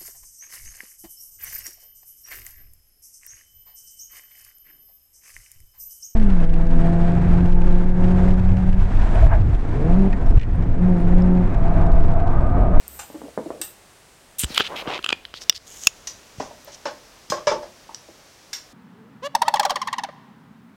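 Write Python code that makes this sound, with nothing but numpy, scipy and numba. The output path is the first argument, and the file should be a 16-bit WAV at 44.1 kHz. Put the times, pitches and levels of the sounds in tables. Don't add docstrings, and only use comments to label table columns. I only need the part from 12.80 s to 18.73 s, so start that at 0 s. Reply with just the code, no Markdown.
import sys
import numpy as np
from scipy import signal
from scipy.fft import rfft, irfft, next_fast_len
from scipy.io import wavfile
from scipy.ndimage import uniform_filter1d
from numba import njit

SR = 44100
rng = np.random.default_rng(int(sys.argv[2]) if len(sys.argv) > 2 else 0)


def dump_mix(stems):
    frames = np.atleast_2d(stems).T
    limited = np.clip(frames, -1, 1)
    pcm = np.round(limited * 32767).astype(np.int16)
    wavfile.write(sys.argv[1], SR, pcm)


N = 261513
TIME = np.arange(N) / SR
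AGE = np.arange(SR // 2) / SR

# f/Hz, level/dB
SNAP_SPECTRUM = [(410, -27), (700, -7), (1620, 0.5), (2300, -1), (4550, 2), (5330, 7), (8310, -4),
                 (11400, -16.5), (13500, -10.5), (16000, -61)]


def amp(db):
    return 10 ** (np.asarray(db) / 20)


def fade(t60_s):
    return np.exp(-np.log(1000) * AGE / max(t60_s, 1e-4))


def unit(x):
    return x / np.sqrt(np.sum(x ** 2))


def at_peak(x, db):
    return x * amp(db) / np.sqrt(uniform_filter1d(x ** 2, 176, mode="constant").max())


def add(out, t_s, x):
    start = int(t_s * SR)
    out[start:start + len(x)] += x[:N - start]


def bin_octaves(size):
    return np.log2(np.maximum(np.fft.rfftfreq(size, 1 / SR), 1))


def colour(x, points, tilt_db_oct=0):
    size = 2 * next_fast_len(len(x))
    hz, db = np.transpose(points)
    tilted_db = db + tilt_db_oct * np.log2(hz / hz[0])
    gain = amp(np.interp(bin_octaves(size), np.log2(hz), tilted_db))
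    cepstrum = irfft(np.log(gain))
    cepstrum[1:size // 2] *= 2
    cepstrum[size // 2 + 1:] = 0
    return irfft(rfft(x, size) * np.exp(rfft(cepstrum)))[:len(x)]


def cut(x, hz, kind, order=2):
    return signal.sosfilt(signal.butter(order, min(hz, SR / 2 - 1), kind, fs=SR, output="sos"), x)


@njit
def svf(x, hz, width_hz):
    y, band_state, low_state = np.empty(len(x)), 0., 0.
    for i in range(len(x)):
        g, k = np.tan(np.pi * hz[i] / SR), width_hz[i] / hz[i]
        band = (band_state + g * (x[i] + 1e-18 - low_state)) / (1 + g * (g + k))
        band_state = 2 * band - band_state
        low_state += 2 * g * band
        y[i] = k * band
    return y


def resonate(x, hz, width_hz):
    return svf(x, hz * np.ones(len(x)), width_hz * np.ones(len(x)))


def ring(force, modes, damping=1):
    return sum((-1) ** k * amp(db) * resonate(force, hz, width_hz * damping)
               for k, (hz, width_hz, db) in enumerate(modes))


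def contact(t60_s, grit):
    push = 1. * (AGE == 0)
    chatter = rng.standard_normal(len(AGE)) * fade(t60_s) * (1 - fade(5.1 * t60_s))
    return push + grit * unit(chatter)


def in_room(x, echo_db, build_s=0.00031):
    # f/Hz, t60/s
    decay_times = [(200, 0.49), (530, 0.32), (1390, 0.23), (3680, 0.25), (9700, 0.21)]
    hz, t60_s = np.transpose(decay_times)
    octaves = bin_octaves(len(AGE))
    noise = rfft(rng.standard_normal(len(AGE)))
    tail = np.zeros(len(AGE))
    for band, band_t60_s in zip(np.eye(len(hz)), t60_s):
        weight = np.interp(octaves, np.log2(hz), band)
        tail += irfft(noise * weight, len(AGE)) * fade(band_t60_s)
    tail *= 1 - np.exp(-AGE / build_s)
    echo = signal.fftconvolve(x, tail)[:len(x)]
    return unit(x) + amp(echo_db) * unit(echo)


def rub(length_s, db, hz, width_hz):
    count = max(int(length_s * SR), 512)
    slips = rng.standard_normal(count) * amp(2.8 * rng.exponential(size=count))
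    slips *= rng.random(count) < 0.13
    catches = uniform_filter1d(rng.standard_normal(count), size=220)
    force = slips * amp(0.93 * catches / catches.std()) * np.hanning(count) ** 0.19
    bright = resonate(force, hz, width_hz)
    soft = cut(resonate(bright, hz, 31 * width_hz), hz + 1.84 * width_hz, "low")
    return (unit(soft) + 0.063 * unit(bright)) * np.sqrt(count / 2) * amp(db)


def background():
    # f/Hz, level/dB
    air_spectrum = [(15, -65), (25, 2), (293, -1.5), (354, -1), (427, -1.5), (575, -0.5), (840, -3),
                    (1260, -5), (1840, -6), (5730, -12.5), (16000, -23)]
    hum_hz, hum_width_hz, hum_end_s = 66, 8, 0.88
    air = unit(colour(rng.standard_normal(N), air_spectrum)) * amp(-50.5)
    hum = resonate(rng.standard_normal(N), hum_hz, hum_width_hz)
    hum = unit(resonate(hum, hum_hz, hum_width_hz)) * amp(-55.5)
    gate = np.clip((hum_end_s - TIME) / 0.15, 0, 1)
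    return (air + hum * gate) * np.sqrt(N)


def grip_rumble():
    start_s, end_s, hz = 1.5, 3.5, 53.5
    low = cut(resonate(rng.standard_normal(N), hz, width_hz=hz), 2 * hz, "low")
    gate = np.clip(np.minimum(TIME - start_s, end_s - TIME) / 0.13, 0, 1)
    return unit(low) * np.sqrt(N) * amp(-62) * gate


def palm_drag():
    # t/s, level/dB
    pressure = [(1.88, -31.5), (1.95, -27), (1.972, -38), (2.018, -32.5), (2.04, -44.5), (2.072, -29),
                (2.171, -30), (2.22, -76)]
    t_s, db = np.transpose(pressure)
    out = np.zeros(N)
    add(out, t_s[0], rub(t_s[-1] - t_s[0], db=0, hz=650, width_hz=540))
    return out * amp(np.interp(TIME, t_s, db))


def hand_bumps():
    # t/s, level/dB, f/Hz
    pushes = [(1.636, -22, 168), (1.643, -21, 66), (1.704, -32, 250), (1.802, -27, 194),
              (2.076, -32.5, 122), (3.069, -41.5, 106), (3.584, -34, 117), (4.504, -29.5, 188)]
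    out = np.zeros(N)
    for t_s, db, hz in pushes:
        swing = np.sin(2 * np.pi * hz * AGE) * fade(4.1 / hz) * (1 - fade(0.0022))
        add(out, t_s, at_peak(cut(swing, hz / 2, "high"), db))
    return out


def finger_strokes(cup_hz):
    # start/s, end/s, level/dB, crackle/dB re stroke
    strokes = [(1.584, 1.623, -24, -2.5), (1.612, 1.654, -29, -10), (1.692, 1.767, -43.5, -15),
               (1.742, 1.812, -27.5, -14), (1.795, 1.831, -25, -34), (1.836, 1.882, -30, -29),
               (1.956, 2.027, -31.5, -20.5), (2.08, 2.185, -30.5, -38), (2.541, 2.591, -40, -24),
               (2.608, 2.642, -37.5, -20), (2.744, 2.781, -35.5, -20), (2.863, 3.063, -44, -10.5),
               (3.011, 3.099, -36, -14), (3.576, 3.682, -48, -26), (3.916, 3.964, -43, -42)]
    out = np.zeros(N)
    for start_s, end_s, db, crackle_db in strokes:
        length_s = end_s - start_s
        hollow_hz = np.interp((start_s + end_s) / 2, TIME, cup_hz)
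        hollow = rub(length_s, db, hollow_hz, width_hz=1210)
        case = rub(length_s, db - 10.5, hz=3200, width_hz=810)
        crackle = rub(length_s, db + crackle_db, hz=11900, width_hz=6000)
        add(out, start_s, hollow + case + crackle)
    return out


def metal_ticks():
    # t/s, level/dB, contact/s (negative acts as 0.1 ms)
    touches = [(.080, -33, 0.5), (.815, -31, 0.2), (3.847, -45, -0.3)]
    # f/Hz, width/Hz, level/dB
    part_modes = [(8100, 1200, -5), (13540, 540, 8)]
    out = np.zeros(N)
    for t_s, db, contact_s in touches:
        body = cut(ring(contact(contact_s, grit=1), part_modes), 5000, "high")
        add(out, t_s, at_peak(in_room(body, echo_db=-13), db))
    return out


def floor_thuds():
    # t/s, level/dB, contact/s, boom/Hz
    blows = [(.301, -38, 0.0078, 296), (.344, -31, 0.035, 317), (0.417, -32.5, 0.0033, 323),
             (0.436, -33.5, 0.068, 288), (.483, -37, 0.01, 600), (.576, -19, 0.0062, 228),
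             (.66, -28, 0.04, 336), (.704, -23.5, 0.0069, 383), (0.8, -39, 0.095, 327),
             (3.601, -27.5, 0.019, 271), (5.287, -40.5, 0.015, 334)]
    # f/Hz, level/dB
    thud_spectrum = [(53, -63), (90, -16), (207, -3.5), (560, 3.5), (1250, -5), (2200, -3), (3250, -84)]
    out = np.zeros(N)
    for t_s, db, contact_s, boom_hz in blows:
        softness = contact_s / 0.02
        cutoff_hz = 1180 * (0.0016 / contact_s) ** 0.2
        force = contact(contact_s, grit=softness)
        body = cut(colour(force, thud_spectrum), cutoff_hz, "low", order=3)
        boom = np.sin(2 * np.pi * boom_hz * AGE) * fade(22 / boom_hz) * (1 - fade(2 * contact_s))
        thud = in_room(body, echo_db=-1) + 0.98 * np.sqrt(softness) * unit(boom)
        add(out, t_s, at_peak(thud, db))
    return out


def metal_snaps():
    # t/s, level/dB, contact/s, tilt/(dB/oct), ring/dB, ring/Hz
    snaps = [(.192, -33, 0.022, -7, -4.5, 7450), (0.815, -28, 0.014, -2, -1, 8300),
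             (3.272, -30.5, 0.014, 0, -22, 13300), (4.5, -28, 0.017, -0.5, -19, 13400),
             (5.146, -35, 0.0067, -2.5, -6, 4930), (5.731, -29.5, 0.017, -.5, -17, 13400)]
    out = np.zeros(N)
    for t_s, db, contact_s, tilt_db_oct, ring_db, ring_hz in snaps:
        force = contact(contact_s, grit=2.5)
        chatter = unit(colour(force, SNAP_SPECTRUM, tilt_db_oct))
        steel = amp(ring_db) * unit(resonate(force, ring_hz, width_hz=960))
        echo_db = 4.5 + 6 * np.log2(contact_s / 0.023)
        add(out, t_s, at_peak(in_room(chatter + steel, echo_db), db))
    return out


def hollow_knocks():
    # t/s, level/dB, spot resonance/Hz, crack/dB re knock
    blows = [(3.6, -25, 750, -9.5), (3.709, -38, 687, -22), (3.874, -39.5, 590, -8),
             (4.055, -22.5, 570, -10.5), (4.056, -25.5, 1510, -15), (4.521, -16, 1055, -18),
             (4.568, -37, 1140, -2.5), (4.6705, -12, 590, -10), (4.714, -16, 548, -16),
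             (4.827, -31, 590, -13), (5.092, -36, 855, -30)]
    # f/Hz, level/dB
    rattle_spectrum = [(53, -80), (90, -25.5), (429, -11.5), (592, -3), (723, -25), (842, -2),
                       (3500, -48.5), (4550, -62), (7700, -120)]
    # f/Hz, width/Hz, level/dB
    hollow_modes = [(349, 13, 8), (549, 16, -1), (603, 49, 12), (853, 20, -0.5), (1110, 160, 7.5)]
    out = np.zeros(N)
    for t_s, db, spot_hz, crack_db in blows:
        contact_s = 0.025 * (608 / spot_hz) ** 1.2
        spot = np.sin(2 * np.pi * spot_hz * AGE) * fade(1.02 * contact_s) * (1 - fade(contact_s))
        rattle = colour(contact(1.42 * contact_s, grit=5.3), rattle_spectrum)
        body = unit(spot) + 1.04 * unit(rattle)
        hollow = 0.68 * unit(ring(body, hollow_modes))
        crack = colour(contact(0.027, grit=1.6), SNAP_SPECTRUM, tilt_db_oct=-8)
        knock = in_room(unit(body) + hollow, echo_db=-3.5, build_s=0.0052)
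        add(out, t_s, at_peak(knock, db))
        add(out, t_s, at_peak(in_room(crack, echo_db=6), db + crack_db))
    return out


def shell_clicks(cup_hz):
    # t/s, level/dB, slip/s, tilt/(dB/oct)
    slips = [(1.636, -23, 0.014, 1), (1.644, -23, 0.0039, -4.5), (1.747, -27.5, 0.0047, 9),
             (1.7782, -10, 0.0042, -2.5), (1.8, -21, 0.015, -7), (1.8066, -14, 0.011, -8),
             (1.867, -30.5, 0.014, -1.5), (2.075, -23.5, 0.012, -11.5), (2.191, -29.5, 0.012, -10),
             (2.2271, -39, 0.0009, 4), (2.2433, -20, 0.0032, -3.5), (2.246, -27, 0.0025, 3),
             (2.2629, -20, 0.0016, -2.5), (2.275, -45, .001, 1), (2.2909, -16.5, 0.004, -1.5),
             (2.3042, -22, 0.01, -4), (2.3279, -13, 0.0046, -5.5), (2.452, -30.5, 0.001, -6.5),
             (2.5404, -30.5, 0.00031, -6), (2.6185, -40, 0.0012, -5), (2.726, -37, 0.014, 0.5)]
    # f/Hz, width before damping/Hz, level/dB
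    shell_modes = [(1350, 274, -2), (3176, 330, 8), (4050, 160, 0.5), (4760, 310, -1), (7360, 1150, -11.5),
                   (10120, 280, -13.5)]
    lead_s = 0.02
    out = np.zeros(N)
    for t_s, db, slip_s, tilt_db_oct in slips:
        noise = unit(rng.standard_normal(len(AGE)) * fade(4 * slip_s))
        lead_in = amp(-6) * noise[:int(lead_s * SR)][::-1]
        force = np.concatenate([lead_in, contact(slip_s, grit=0.59)])
        cup_mode = (np.interp(t_s, TIME, cup_hz), 120, 7.5)
        ringing = unit(ring(force, [*shell_modes, cup_mode], damping=1.4))
        direct = 0.16 * unit(cut(force, 4700, "low", order=1))
        body = cut(ringing + direct, 205, "high")
        click = colour(body, [(400, 0), (9000, 0)], tilt_db_oct)
        add(out, t_s - lead_s, at_peak(in_room(click, echo_db=-18.5), db))
    return out


def plastic_clacks():
    # t/s, level/dB
    clacks = [(2.696, -2.5), (3.0707, -1.5)]
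    # f/Hz, width/Hz, level/dB
    first_modes = [(2873, 142, 8), (3560, 144, 6), (4550, 170, -1.5), (5160, 230, 5.5), (5780, 200, 4.5)]
    second_modes = [(2636, 157, 2), (3410, 240, 2.5), (5290, 190, -1.5), (5550, 210, -0.5), (6762, 186, 3)]
    out = np.zeros(N)
    for (t_s, db), modes in zip(clacks, (first_modes, second_modes)):
        crack = resonate(contact(0.013, grit=9.4), hz=2000, width_hz=2400)
        body = cut(ring(contact(0.002, grit=0.3), modes), 1770, "high")
        clack = unit(body) + amp(-21) * unit(crack)
        add(out, t_s, at_peak(in_room(clack, echo_db=-35), db))
    return out


def scene():
    # t/s, resonance/Hz, background gain/dB
    grip = [(0, 8300, 0), (1.62, 8730, -3), (1.72, 4330, 11.5), (1.775, 2964, 5), (2.15, 2670, 0.5),
            (2.33, 2455, -1.5), (2.54, 3350, -4), (2.62, 5540, 1), (2.77, 4800, -6), (2.92, 6740, 1),
            (3.3, 6160, 0), (4.3, 5600, -0.5), (5.93, 5770, -2)]
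    t_s, *columns = np.transpose(grip)
    cup_hz, background_db = (np.interp(TIME, t_s, column) for column in columns)
    workshop = background() * amp(background_db)
    handling = palm_drag() + grip_rumble()
    workshop += floor_thuds() + hollow_knocks() + metal_snaps() + metal_ticks()
    handling += hand_bumps() + shell_clicks(cup_hz) + plastic_clacks() + finger_strokes(cup_hz)
    boost_db = 6.5
    cupped = workshop + (amp(boost_db) - 1) * resonate(workshop, cup_hz, width_hz=0.41 * cup_hz)
    return (cupped + handling)[None]


def record(dry):
    low_pass = signal.ellip(8, 0.2, 70, 16000, fs=SR, output="sos")
    return signal.sosfilt(low_pass, np.clip(dry, -1, 1))


dry = scene()
out = record(dry)
dump_mix(out)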